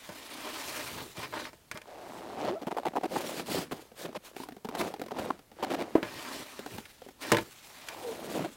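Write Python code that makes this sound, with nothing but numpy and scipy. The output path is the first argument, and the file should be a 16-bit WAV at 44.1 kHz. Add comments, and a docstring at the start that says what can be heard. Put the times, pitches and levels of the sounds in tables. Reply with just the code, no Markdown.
"""Still winter air over deep snow, no echoes, one microphone: a shovel of dry snow is tipped into a metal pot.
The load hisses off the blade, boots creak, crunch and squeak on cold snow, the blade scoops again and returns.
It lands on the pot with a thump; a hard rap on the rim shakes the rest loose.
Snow is filtered grain noise and stick-slip pulses; metal and crust are decaying sine modes.
"""
import sys
import numpy as np
from scipy import signal
from scipy.fft import rfft, irfft, next_fast_len
from scipy.io import wavfile
from scipy.ndimage import uniform_filter1d, map_coordinates

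SR = 44100
rng = np.random.default_rng(int(sys.argv[2]) if len(sys.argv) > 2 else 0)


def unload_audio(sound):
    """Save the sound as a 16-bit wav file, at the path given as the first command line argument."""
    columns = np.transpose(np.atleast_2d(sound))
    # keep every value between -1 and 1, then stretch to whole-number steps
    steps = np.round(np.clip(columns, -1, 1) * 32767)
    wavfile.write(sys.argv[1], SR, steps.astype(np.int16))


N = 377496

# All table levels are relative: mix gains and spreads apply after them. t60 = time to fall 60 dB.


def amp(db):
    """Linear gain of a level in dB."""
    return 10 ** (np.asarray(db) / 20)


def unit(x):
    """Scale x to rms 1."""
    return x / np.sqrt(np.mean(x ** 2) + 1e-20)


def add(track, start_s, sound):
    """Mix a sound into a track, cut at the track's end."""
    part = track[max(0, round(start_s * SR)):][:len(sound)]
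    part += sound[:len(part)]


def clock(length_s):
    """Sample times [s] over a length."""
    return np.arange(int(length_s * SR)) / SR


def noise(size):
    """White noise."""
    return rng.standard_normal(size)


def colour(x, spectrum):
    """Filter x by (frequency [Hz], gain [dB]) points, log-frequency interpolated, to rms 1."""
    size = next_fast_len(len(x) + 8192)
    point_hz, point_db = np.transpose(spectrum)
    bin_hz = np.fft.rfftfreq(size, 1 / SR)
    gain = amp(np.interp(np.log(bin_hz + 1), np.log(point_hz), point_db))
    return unit(irfft(rfft(x, size) * gain, size)[:len(x)])


def wobble(knots_per_s):
    """Smooth random curve through normal-distributed knots."""
    knots = noise(int(N * knots_per_s / SR) + 4)
    return map_coordinates(knots, [np.arange(N) * knots_per_s / SR])


def steady(x, size=2048):
    """Even out slow level changes by a running rms over size samples."""
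    return x / np.sqrt(np.abs(uniform_filter1d(x ** 2, size)) + 1e-9)


def patchy(x, depth_db):
    """Shift the colour of x from moment to moment by a smoothed random time-frequency gain."""
    bins = signal.stft(x, nperseg=512)[2]
    field = uniform_filter1d(noise(bins.shape), size=7, axis=0)
    field = uniform_filter1d(field, size=8, axis=1)
    return signal.istft(bins * amp(depth_db * unit(field)), nperseg=512)[1][:N]


def grains(spectrum, rate_per_s, spread_db, smooth):
    """Tiny fractures of scattered size on an even hiss, coloured to rms 1."""
    sizes = amp(spread_db * np.clip(noise(N), -2, 2))
    ticks = (rng.random(N) < rate_per_s / SR) * rng.choice([-1, 1], N) * sizes
    return colour(unit(ticks) + smooth * noise(N), spectrum)


def stroke(start_s, length_s, db, swell_db, attack_s, release_s):
    """Gain of one movement: sets in, swells evenly, dies away; attack and release are times for 20 dB."""
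    t = np.arange(N) / SR - start_s
    outside = np.maximum(-t, 0) / attack_s + np.maximum(t - length_s, 0) / release_s
    swell = swell_db * (np.clip(t / length_s, 0, 1) - .5)
    return amp(db + swell - 20 * np.minimum(outside, 10))


def together(gains):
    """Joint gain of unrelated noises: powers add."""
    return np.sqrt(sum(gain ** 2 for gain in gains))


def strokes(rows, attack_s, release_s):
    """Joint gain of a table of movements."""
    return together(stroke(*row, attack_s, release_s) for row in rows)


# air noise: (frequency [Hz], density [dB])
AIR_SPECTRUM = [(25, 2.5), (60, 2.5), (250, -2), (700, -6.5), (1500, -14), (3000, -16), (7000, -19),
                (12000, -19), (15500, -21)]


def still_air():
    """Steady coloured noise of the open air."""
    return amp(-62.0) * colour(noise(N), AIR_SPECTRUM)


# blade and pot modes, damped by snow: (frequency [Hz], level [dB], t60 [s])
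METAL_MODES = [(113.3, -7.5, 0.2), (140, -11, 0.2), (196, -7, 0.15), (334, 1, .13), (408, -6, 0.12),
               (473, -2.5, 0.13), (605.6, 4.5, 0.095), (898, -1, 0.11), (1024, -2.5, 0.087),
               (1505, 0.5, 0.052), (1689, -4, 0.1), (1836, -4, 0.067), (2110, -7, 0.071), (2283, -7, 0.079),
               (2380, -4.5, 0.069), (3150, -12, 0.055), (5080, -10, 0.044)]


def metal(t, low_db, spread_db):
    """Ring of blade and pot at random mode strengths; low_db, the weight behind the blow, feeds low modes."""
    ring = 0
    for hz, db, t60_s in METAL_MODES:
        weight_db = np.interp(hz, [800, 1300], [low_db, 0])
        level_db = db + weight_db + rng.normal(0, spread_db) - 60 * t / t60_s
        ring = ring + amp(level_db) * np.sin(2 * np.pi * (hz * t + rng.random()))
    return ring


# load rubbing over the tilted blade: (start [s], length [s], mid level [dB], swell start to end [dB])
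SLIDE_STROKES = [(.02, 0.43, -49.5, 11), (.45, 0.38, -43, -2), (.84, 0.18, -46, 5.5),
                 (1.175, 0.076, -42, -0.5), (1.345, 0.12, -43.5, -7), (6.05, .36, -43.5, 3.5),
                 (6.46, 0.32, -51.5, 0), (7.22, .11, -42.5, 0), (7.62, 0.25, -57.5, 15)]
# clumps pattering down: (start [s], length [s], mid level [dB], swell start to end [dB])
PATTER_STROKES = [(.66, 0.39, -53, 13), (1.18, 0.29, -52.5, -5), (6.06, .12, -50, 4), (6.35, 0.073, -53, 3),
                  (6.72, 0.064, -48, -3), (7.3, 0.17, -50.5, -6)]
# rubbing noise: (frequency [Hz], density [dB])
SCRAPE_SPECTRUM = [(120, -52), (250, 6), (330, 4.5), (450, -4), (600, 0.5), (1000, 0.5), (1700, -4.5),
                   (2500, -6.5), (4000, -8), (7000, -16.5), (16000, -28)]
# clump noise: (frequency [Hz], density [dB])
CLUMP_SPECTRUM = [(30, -27), (70, -9), (130, -0.5), (200, -10.5), (400, -2), (1000, -28)]
CRUMBS_DB = -20.5  # small clumps shed by every slide, relative to its gain


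def sliding_snow():
    """Snow rubs the blade and stirs its modes; clumps patter down."""
    sliding = strokes(SLIDE_STROKES, attack_s=0.029, release_s=0.059)
    patter = strokes(PATTER_STROKES, attack_s=0.047, release_s=0.089)
    falling = together([patter, amp(CRUMBS_DB) * sliding])
    rub = grains(SCRAPE_SPECTRUM, rate_per_s=1800, spread_db=0.5, smooth=0.45)
    blade_ring = metal(clock(.15), low_db=-15.0, spread_db=1.0)
    blade = unit(signal.fftconvolve(rub, blade_ring)[:N])
    scrape = steady(patchy(rub + 0.32 * blade, depth_db=2.5)) * amp(-0.5 + 1.3 * wobble(45))
    clumps = steady(grains(CLUMP_SPECTRUM, rate_per_s=90, spread_db=5, smooth=0.84), size=3000)
    return sliding * scrape + falling * clumps


# powder pouring off the blade: (peak time [s], level [dB], rise per 20 dB [s], fall per 20 dB [s])
POUR_SWELLS = [(.05, -56.5, .6, 1.5), (.78, -43.5, 0.83, 0.57), (1.17, -56, .1, 0.2),
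               (1.38, -56, .15, 0.15), (2.14, -60, 0.39, .5), (6.36, -49, 0.51, 0.42),
               (6.761, -55.5, .4, 0.58), (7.215, -48, 0.016, .55), (7.65, -56, 0.14, 1),
               (8.11, -51, .7, 0.86)]
# blade edge cutting or brushing the drift: (start [s], length [s], mid level [dB], swell start to end [dB])
CUT_STROKES = [(3.12, 0.28, -47, 0.5), (3.465, .055, -45, 11), (3.54, 0.091, -43, -11),
               (3.73, 0.14, -61, -7), (3.98, 0.058, -49, 3.5), (4.25, 0.034, -53, -2),
               (4.37, 0.074, -55, 1.5), (4.795, 0.018, -45, 1), (4.85, 0.048, -52, -3),
               (5.19, 0.064, -54.5, 0), (8.3, 0.083, -50, -1.5)]
# loose crystals: (frequency [Hz], density [dB])
CRYSTAL_SPECTRUM = [(300, -5), (1000, 3), (2000, 3), (4000, 2), (6000, -2), (8000, -2), (12000, -5.5),
                    (16000, -7)]


def powder():
    """Loose crystals hiss as they pour off the blade or as its edge cuts the drift."""
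    t = np.arange(N) / SR
    pours = []
    for peak_s, db, rise_s, fall_s in POUR_SWELLS:
        distance = np.maximum((peak_s - t) / rise_s, (t - peak_s) / fall_s)
        pours.append(amp(db - 20 * distance))
    cutting = strokes(CUT_STROKES, attack_s=0.03, release_s=0.043)
    flow = together([together(pours), cutting])
    bright = grains(CRYSTAL_SPECTRUM, rate_per_s=3500, spread_db=3.0, smooth=0.67)
    return patchy(flow * bright * amp(2.5 + 1.8 * wobble(70)), depth_db=1.96)


# blade meets pot: (time [s], level [dB], body re level [dB], edge re level [dB])
KNOCK_HITS = [(0.0899, -36.5, 9, -7), (1.453, -31.5, -12, -19), (1.5303, -43.5, 3, -8),
              (1.7136, -26.5, -11.5, -4.5), (1.7732, -32.5, -6.5, -5), (1.8158, -38.5, -8, -8),
              (6.0286, -23, 1, -31), (6.8543, -36, -30, -24), (7.318, -10.5, 3, -5), (7.3215, -20, 8.5, -9),
              (7.3327, -20.5, 9, -13), (7.346, -19.5, 5, -17), (7.3689, -17.5, -2, -10),
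              (7.384, -22, 4, -17), (7.8854, -29, -24, -1)]


def knocks():
    """Each contact rings the metal, with a low push, short clatter, bright edge and faint rattle."""
    out, t = np.zeros(N), clock(0.36)

    def burst(spectrum, t60_s):
        return colour(noise(len(t)), spectrum) * amp(-60 * t / t60_s)

    for time_s, db, body_db, edge_db in KNOCK_HITS:
        ring = metal(t, low_db=min(body_db, 5), spread_db=1.0)
        push = burst([(35, -40), (115, 5.5), (350, 2), (650, 2), (950, -1), (1500, -39)], t60_s=0.065)
        clatter = burst([(500, -22), (1000, -1.5), (1800, 0.0), (3000, -2.5), (4200, -9.5), (7000, -24.5)],
                        t60_s=0.03)
        edge = burst([(2500, 1), (5000, 4.5), (9000, 0.5), (16000, -11)], t60_s=0.028)
        rattle = burst([(100, -10), (350, -10), (1000, -7), (2500, -10), (8000, -25), (16000, -47)],
                       t60_s=0.2)
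        blow = amp(-15) * ring + amp(body_db - 13) * push + amp(-5.5) * clatter
        blow += amp(edge_db - 3) * edge + amp(-21.5) * rattle
        add(out, time_s, amp(db) * blow * (1 - np.exp(-t / 0.00036)))
    return out


# blade edge dragging over the rim: (start [s], length [s], level [dB])
RIM_DRAGS = [(0.093, 0.05, -46), (0.761, 0.067, -41), (0.964, 0.055, -47), (1.147, 0.045, -53),
             (1.225, 0.051, -42.5), (1.318, 0.12, -39.5), (1.448, 0.056, -46), (1.749, 0.041, -42.5),
             (6.033, 0.06, -44.5), (7.213, 0.15, -45), (7.88, 0.068, -46.5)]
# grit: (frequency [Hz], density [dB])
GRIT_SPECTRUM = [(500, -13), (1000, 7), (1500, 0.5), (2500, -3), (4000, -8), (6000, -17.5), (10000, -37),
                 (16000, -42)]


def drags():
    """The edge chatters over the rim in uneven catches; the contact keeps the ring short."""
    out, catch = np.zeros(N), amp(2.3 * wobble(110))
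    for start_s, length_s, db in RIM_DRAGS:
        t = clock(length_s)
        catches = rng.random(len(t)) < 700 / SR
        chatter = noise(len(t)) * (0.62 + catches * 7)
        ring = signal.fftconvolve(chatter, metal(clock(0.026), low_db=0, spread_db=2))[:len(t)]
        rasp = colour(ring, [(100, -22), (300, -9), (600, -1), (1500, -1.5), (5000, 2)])
        rasp += 0.64 * colour(chatter, GRIT_SPECTRUM)
        press = np.sqrt(np.minimum(t / 0.011, 1) * (1 - t / length_s))
        press *= catch[int(start_s * SR):][:len(t)]
        add(out, start_s, amp(db) * unit(rasp) * press)
    return out


# lump of snow drops, or a weight sinks into the drift: (time [s], level [dB])
THUD_HITS = [(0.094, -50), (0.924, -40), (.95, -34), (1.179, -35.5), (1.741, -37.5), (3.491, -35),
             (3.55, -37), (3.6, -37), (3.713, -34), (4.8, -36.5), (5.19, -37), (5.286, -42), (6.736, -35),
             (7.405, -32.5)]


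def thuds():
    """Snow has no ring: each hit gives one soft, low noise puff."""
    out, t = np.zeros(N), clock(.15)
    for time_s, db in THUD_HITS:
        puff = colour(noise(len(t)), [(30, -16), (70, -6), (130, -2), (220, -8), (500, -21), (1200, -32.5)])
        add(out, time_s, amp(db - 4 - 60 * t / 0.12) * puff * (1 - np.exp(-t / 0.0034)))
    return out


def slips(times_s, hz, size, scatter, cycles, spread_db):
    """Each slip rings the snow underfoot for a few cycles; returns the ring and the fracture envelope."""
    t = clock(.025)
    chance = np.clip(noise((len(times_s), 2)), -2, 2)
    phase = (hz * np.exp(scatter * chance[:, 0]))[:, None] * t  # [cycles]
    force = amp(spread_db * chance[:, 1:])
    motion = np.sin(2 * np.pi * phase) * amp(-60 * phase / cycles) * (1 - np.exp(-phase / 0.47)) ** 2
    ring = np.gradient(motion, axis=1)  # pressure follows the change of motion: no net push
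    fracture = np.broadcast_to(amp(-60 * t / .015), ring.shape)
    where = ((times_s * SR).astype(int)[:, None] + np.arange(len(t))).ravel()

    def gather(rows):
        return np.bincount(where, (force * rows).ravel(), size)[:size]

    return gather(ring), gather(fracture)


# boot leaning on packed snow: (start [s], length [s], mid level [dB], swell start to end [dB], nominal pitch [Hz])
CREAK_STEPS = [(1.878, 0.48, -45, 6.5, 630), (2.386, 0.099, -33.5, 7.5, 610), (2.6, .5, -52, 2, 583),
               (3.137, 0.28, -39.5, -5.5, 505), (3.494, 0.081, -34.5, 9.5, 443),
               (3.735, 0.065, -48, -2, 545), (3.997, 0.071, -45, 6, 494), (4.24, .22, -57, 5, 544),
               (4.725, .14, -38.5, 8, 590), (4.977, 0.086, -56, 5, 564), (5.17, 0.11, -37, -1, 546),
               (5.608, 0.21, -40, 3, 530), (5.833, 0.11, -47, -6, 500), (7.92, 0.21, -45, 5, 625),
               (8.159, .27, -40, 11, 494)]
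STEP_ATTACK_S, STEP_RELEASE_S = 0.054, 0.091  # per 20 dB
CREAK_SAG = 0.16  # fall of the nominal pitch over a step, as a share


def footfall():
    """Gain and nominal pitch of the creak: pitch sags as snow packs under a step; the strongest step leads."""
    t = np.arange(N) / SR
    gains, pitches = [], []
    for start_s, length_s, db, swell_db, hz in CREAK_STEPS:
        gains.append(stroke(start_s, length_s, db, swell_db, STEP_ATTACK_S, STEP_RELEASE_S))
        progress = np.clip((t - start_s) / length_s, 0, 1)
        pitches.append(hz * (1 - CREAK_SAG * (progress - .5)))
    gains = np.array(gains)
    return together(gains), np.average(pitches, axis=0, weights=gains ** 2)


# muffled crystals under the sole: (frequency [Hz], density [dB])
MUFFLED_SPECTRUM = [(300, -27), (1000, 13), (3000, 4), (5500, 0), (8000, -4.5), (12000, -9.5), (16000, -16)]
SLIPS_PER_S, FULL_PACE_DB = 170, -48  # mean full-pace rate; weaker creaks slip more slowly
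KICK_DB, KICK_DB_PER_DB = -32.5, 0.57  # crushed crystals: base level, growth with creak level


def creak():
    """Uneven stick-slip rings the crust and crushes crystals; a deeper creak shakes pack and drift more."""
    gain, hz = footfall()
    pace = np.clip(gain / amp(FULL_PACE_DB), .35, 1)
    count = np.cumsum(SLIPS_PER_S * pace * np.exp(.35 * wobble(60))) / SR
    at = np.flatnonzero(np.diff(np.floor(count)))
    crust_hz, pack_hz = 715 * (hz[at] / 700) ** 0.54, 320 * (hz[at] / 550) ** 0.61
    ring, fracture = slips(at / SR, crust_hz, N, scatter=0.18, cycles=15.0, spread_db=1.0)
    pack, _ = slips(at / SR, pack_hz, N, scatter=0.32, cycles=6.6, spread_db=2.5)
    drift = colour(noise(N), [(30, -19), (80, 4), (150, 7), (250, 6.0), (400, -29.5)])
    depth = np.clip(1.34 - hz / 700, .2, .7)
    grit = steady(fracture * colour(noise(N), GRIT_SPECTRUM))
    low = steady(pack) + amp(-14.0) * drift
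    body = steady((1 - depth) * steady(ring) + depth * low)
    crushed = grains(MUFFLED_SPECTRUM, rate_per_s=1500, spread_db=4.0, smooth=0.67)
    crushed *= amp(KICK_DB + 1.6 * wobble(70))
    return gain * (body + amp(-10) * grit) + gain ** KICK_DB_PER_DB * crushed


# sole twisting on snow: (start [s], length [s], level [dB], nominal start pitch [Hz], nominal end pitch [Hz])
SQUEAK_GLIDES = [(2.499, 0.057, -31.5, 326, 426), (2.545, 0.043, -35, 586, 700),
                 (8.03, 0.108, -34, 520, 433)]


def squeaks():
    """The slips lock into a brief, wavering glide with a weak second harmonic."""
    out, waver = np.zeros(N), wobble(170)
    for start_s, length_s, db, start_hz, end_hz in SQUEAK_GLIDES:
        t = clock(length_s)
        hz = np.linspace(start_hz, end_hz, len(t))
        hz *= 1 + 0.034 * waver[int(start_s * SR):][:len(t)]
        phase = 2 * np.pi * np.cumsum(hz) / SR
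        swell = np.sqrt(np.abs(np.sin(np.pi * t / length_s)))
        add(out, start_s, amp(db) * swell * (np.sin(phase) + 0.16 * np.sin(2 * phase)))
    return out


CRUNCH_POWDER_DB = -7.5  # re grit


def crunch(length_s, body_db, hz, grit_db):
    """A fast run of slips, each with a spray of grit and powder."""
    count = max(1, round(length_s * 340))
    times_s = (np.arange(count) + rng.uniform(0, 0.888, count)) * length_s / count
    size = int((length_s + .03) * SR)
    crust_hz, pack_hz = 730 * (hz / 650) ** 0.77, 330 * (hz / 600) ** 0.43
    ring, fracture = slips(times_s, crust_hz, size, scatter=0.13, cycles=10.5, spread_db=4)
    pack, _ = slips(times_s[::2], pack_hz, size, scatter=.27, cycles=5.7, spread_db=4)

    def spray(spectrum):
        return unit(fracture * colour(noise(size), spectrum))

    body = unit(unit(ring) + 0.82 * (600 / hz) ** 2.5 * unit(pack))
    dust = spray(GRIT_SPECTRUM) + amp(CRUNCH_POWDER_DB) * spray(CRYSTAL_SPECTRUM)
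    return (amp(body_db) * body + amp(grit_db) * dust) * np.sqrt(length_s * SR / size)


# snow giving way in slip runs: (start [s], length [s], body level [dB], nominal pitch [Hz], grit level [dB])
CRUNCH_RUNS = [(2.615, 0.02, -38.5, 503, -49.5), (2.669, .016, -32.5, 567, -44.5),
               (2.709, .016, -32.5, 594, -44.5), (2.766, 0.033, -32, 635, -44.5),
               (2.852, .034, -29, 614, -42), (2.954, 0.031, -28, 664, -44),
               (3.029, 0.035, -30, 561.5, -43.5), (3.109, 0.021, -36.5, 540, -55.5),
               (3.154, .017, -28.5, 580, -41), (3.394, .01, -38, 700, -41), (3.711, 0.021, -34.5, 447, -40),
               (4.046, 0.019, -37.5, 440, -44.5), (4.146, 0.028, -38, 575, -43.5),
               (4.749, .012, -35.5, 543.3, -39), (4.791, 0.03, -33, 465, -35.5),
               (5.107, 0.016, -37.5, 666, -45.5), (5.185, .016, -36, 549.6, -39),
               (5.302, .006, -23, 719, -45), (5.625, .024, -33, 640, -38), (5.7, 0.053, -32, 504, -40),
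               (5.786, 0.039, -35, 525, -43), (8.343, 0.037, -33, 506, -47.5),
               (8.391, .021, -33.5, 420, -45), (8.441, .02, -34.5, 570, -43.5)]
LONG_RUN_S = .025
LEAD_S, LEAD_LENGTH_S, LEAD_DB = .02, .005, -9  # weaker slips before a long run: lead time, length, gain


def crunches():
    """A boot breaks through; before a long run the snow first gives a little."""
    out = np.zeros(N)
    for start_s, length_s, body_db, hz, grit_db in CRUNCH_RUNS:
        add(out, start_s, crunch(length_s, body_db, hz, grit_db))
        if length_s > LONG_RUN_S:
            add(out, start_s - LEAD_S, amp(LEAD_DB) * crunch(LEAD_LENGTH_S, body_db, hz, grit_db))
    return out


# hollow crust modes: (nominal frequency [Hz], level [dB], t60 [s])
CRUST_MODES = [(259, -6.5, 0.053), (420, -1.5, .032), (745, -1, 0.023)]


def crack(grit_db):
    """A lone fracture: a spit of grit and a short hollow ring of the crust at peak 1."""
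    t = clock(0.055)
    ring = np.zeros(len(t))
    for hz, db, t60_s in CRUST_MODES:
        level_db = db + rng.normal(0, 3.5) - 60 * t / t60_s
        ring += amp(level_db) * np.sin(2 * np.pi * hz * np.exp(rng.normal(0, 0.13)) * t)
    ring *= 1 - np.exp(-t / .0015)
    spit = colour(noise(len(t)), [(600, -9), (1400, 3), (4000, -5.5), (8000, -15.5), (16000, -14.5)])
    return ring / np.abs(ring).max() + amp(grit_db - 60 * t / 0.034) * spit


# single crust cracks: (time [s], ring peak [dB], grit re ring peak [dB])
CRACK_HITS = [(2.669, -27, -16), (3.397, -28, -10), (3.488, -33, -12), (3.917, -42.5, -11.5),
              (4.089, -35.5, -17), (4.365, -29, -11), (4.401, -29, -18), (4.435, -31, -15),
              (4.487, -31.5, -10.5), (4.522, -36, -11), (4.566, -38, -11.5), (4.647, -28.5, -11),
              (4.652, -28.5, -13.5), (4.688, -29, -8), (4.822, -24.5, -22), (4.939, -27, -12.5),
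              (4.996, -31.5, -11), (5.016, -24, -11.5), (5.062, -36, -7.5), (5.084, -38.5, -8),
              (5.119, -30, -23), (5.392, -44.5, -4.5), (5.516, -40.5, -12), (5.627, -22.5, -23),
              (6.592, -30, -8), (6.662, -29.5, -9), (6.782, -31, -6.5), (7.019, -37, -12),
              (7.064, -37.5, -21), (7.087, -36, -9)]
AFTER_S, AFTER_DB = 0.018, -13.5  # weaker second crack: mean delay, mean gain


def cracks():
    """The crust cracks, and a moment later once more, weakly."""
    out = np.zeros(N)
    for time_s, db, grit_db in CRACK_HITS:
        add(out, time_s, amp(db) * crack(grit_db))
        after_s = time_s + AFTER_S * rng.uniform(.5, 1.5)
        add(out, after_s, amp(db + AFTER_DB + rng.normal(0, 1.9)) * crack(grit_db))
    return out


# loaded blade landing: (time [s], level [dB])
LANDING_HITS = [(5.9525, -6), (5.9645, -36), (5.98, -25)]
# choked blade modes: (frequency [Hz], level [dB], t60 [s])
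THUMP_MODES = [(327, 1, 0.035), (387, 2, 0.021), (654, -7.5, 0.031), (995, -17.5, 0.043)]


def landing():
    """The load of snow chokes the blade, leaving a few low cycles and a rough rattle."""
    out, t = np.zeros(N), clock(0.14)
    thump = sum(amp(db - 60 * t / t60_s) * np.sin(2 * np.pi * hz * t) for hz, db, t60_s in THUMP_MODES)
    thump *= (1 - np.exp(-t / 0.0018)) ** 2
    for time_s, db in LANDING_HITS:
        rasp = colour(noise(len(t)), GRIT_SPECTRUM) * amp(-34 - 60 * t / 0.078)
        rattle = colour(noise(len(t)), [(130, -30), (280, 4), (1000, -10.5), (2000, -19.5), (5000, -40.5)])
        rattle *= amp(-22.5 - 60 * t / 0.19)
        add(out, time_s, amp(db + 3) * (thump + rasp + rattle))
    return out


def scene():
    """Boots and shovel in still air, identical in both channels."""
    shovel = sliding_snow() + powder() + knocks() + drags() + thuds() + landing()
    boots = amp(-1) * creak() + squeaks() + crunches() + cracks()
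    return np.tile(still_air() + shovel + boots, (2, 1))


LOW_CUT_HZ, TOP_HZ = 40, 15900


def record(dry):
    """The microphone path: first-order low cut and a sharp upper band limit."""
    size = next_fast_len(N + SR // 2)
    hz = np.fft.rfftfreq(size, 1 / SR)
    low_cut = 1j * hz / (1j * hz + LOW_CUT_HZ)
    return irfft(rfft(dry, size) * low_cut * (hz < TOP_HZ), size)[:, :N]


dry = scene()
out = record(dry)
unload_audio(out)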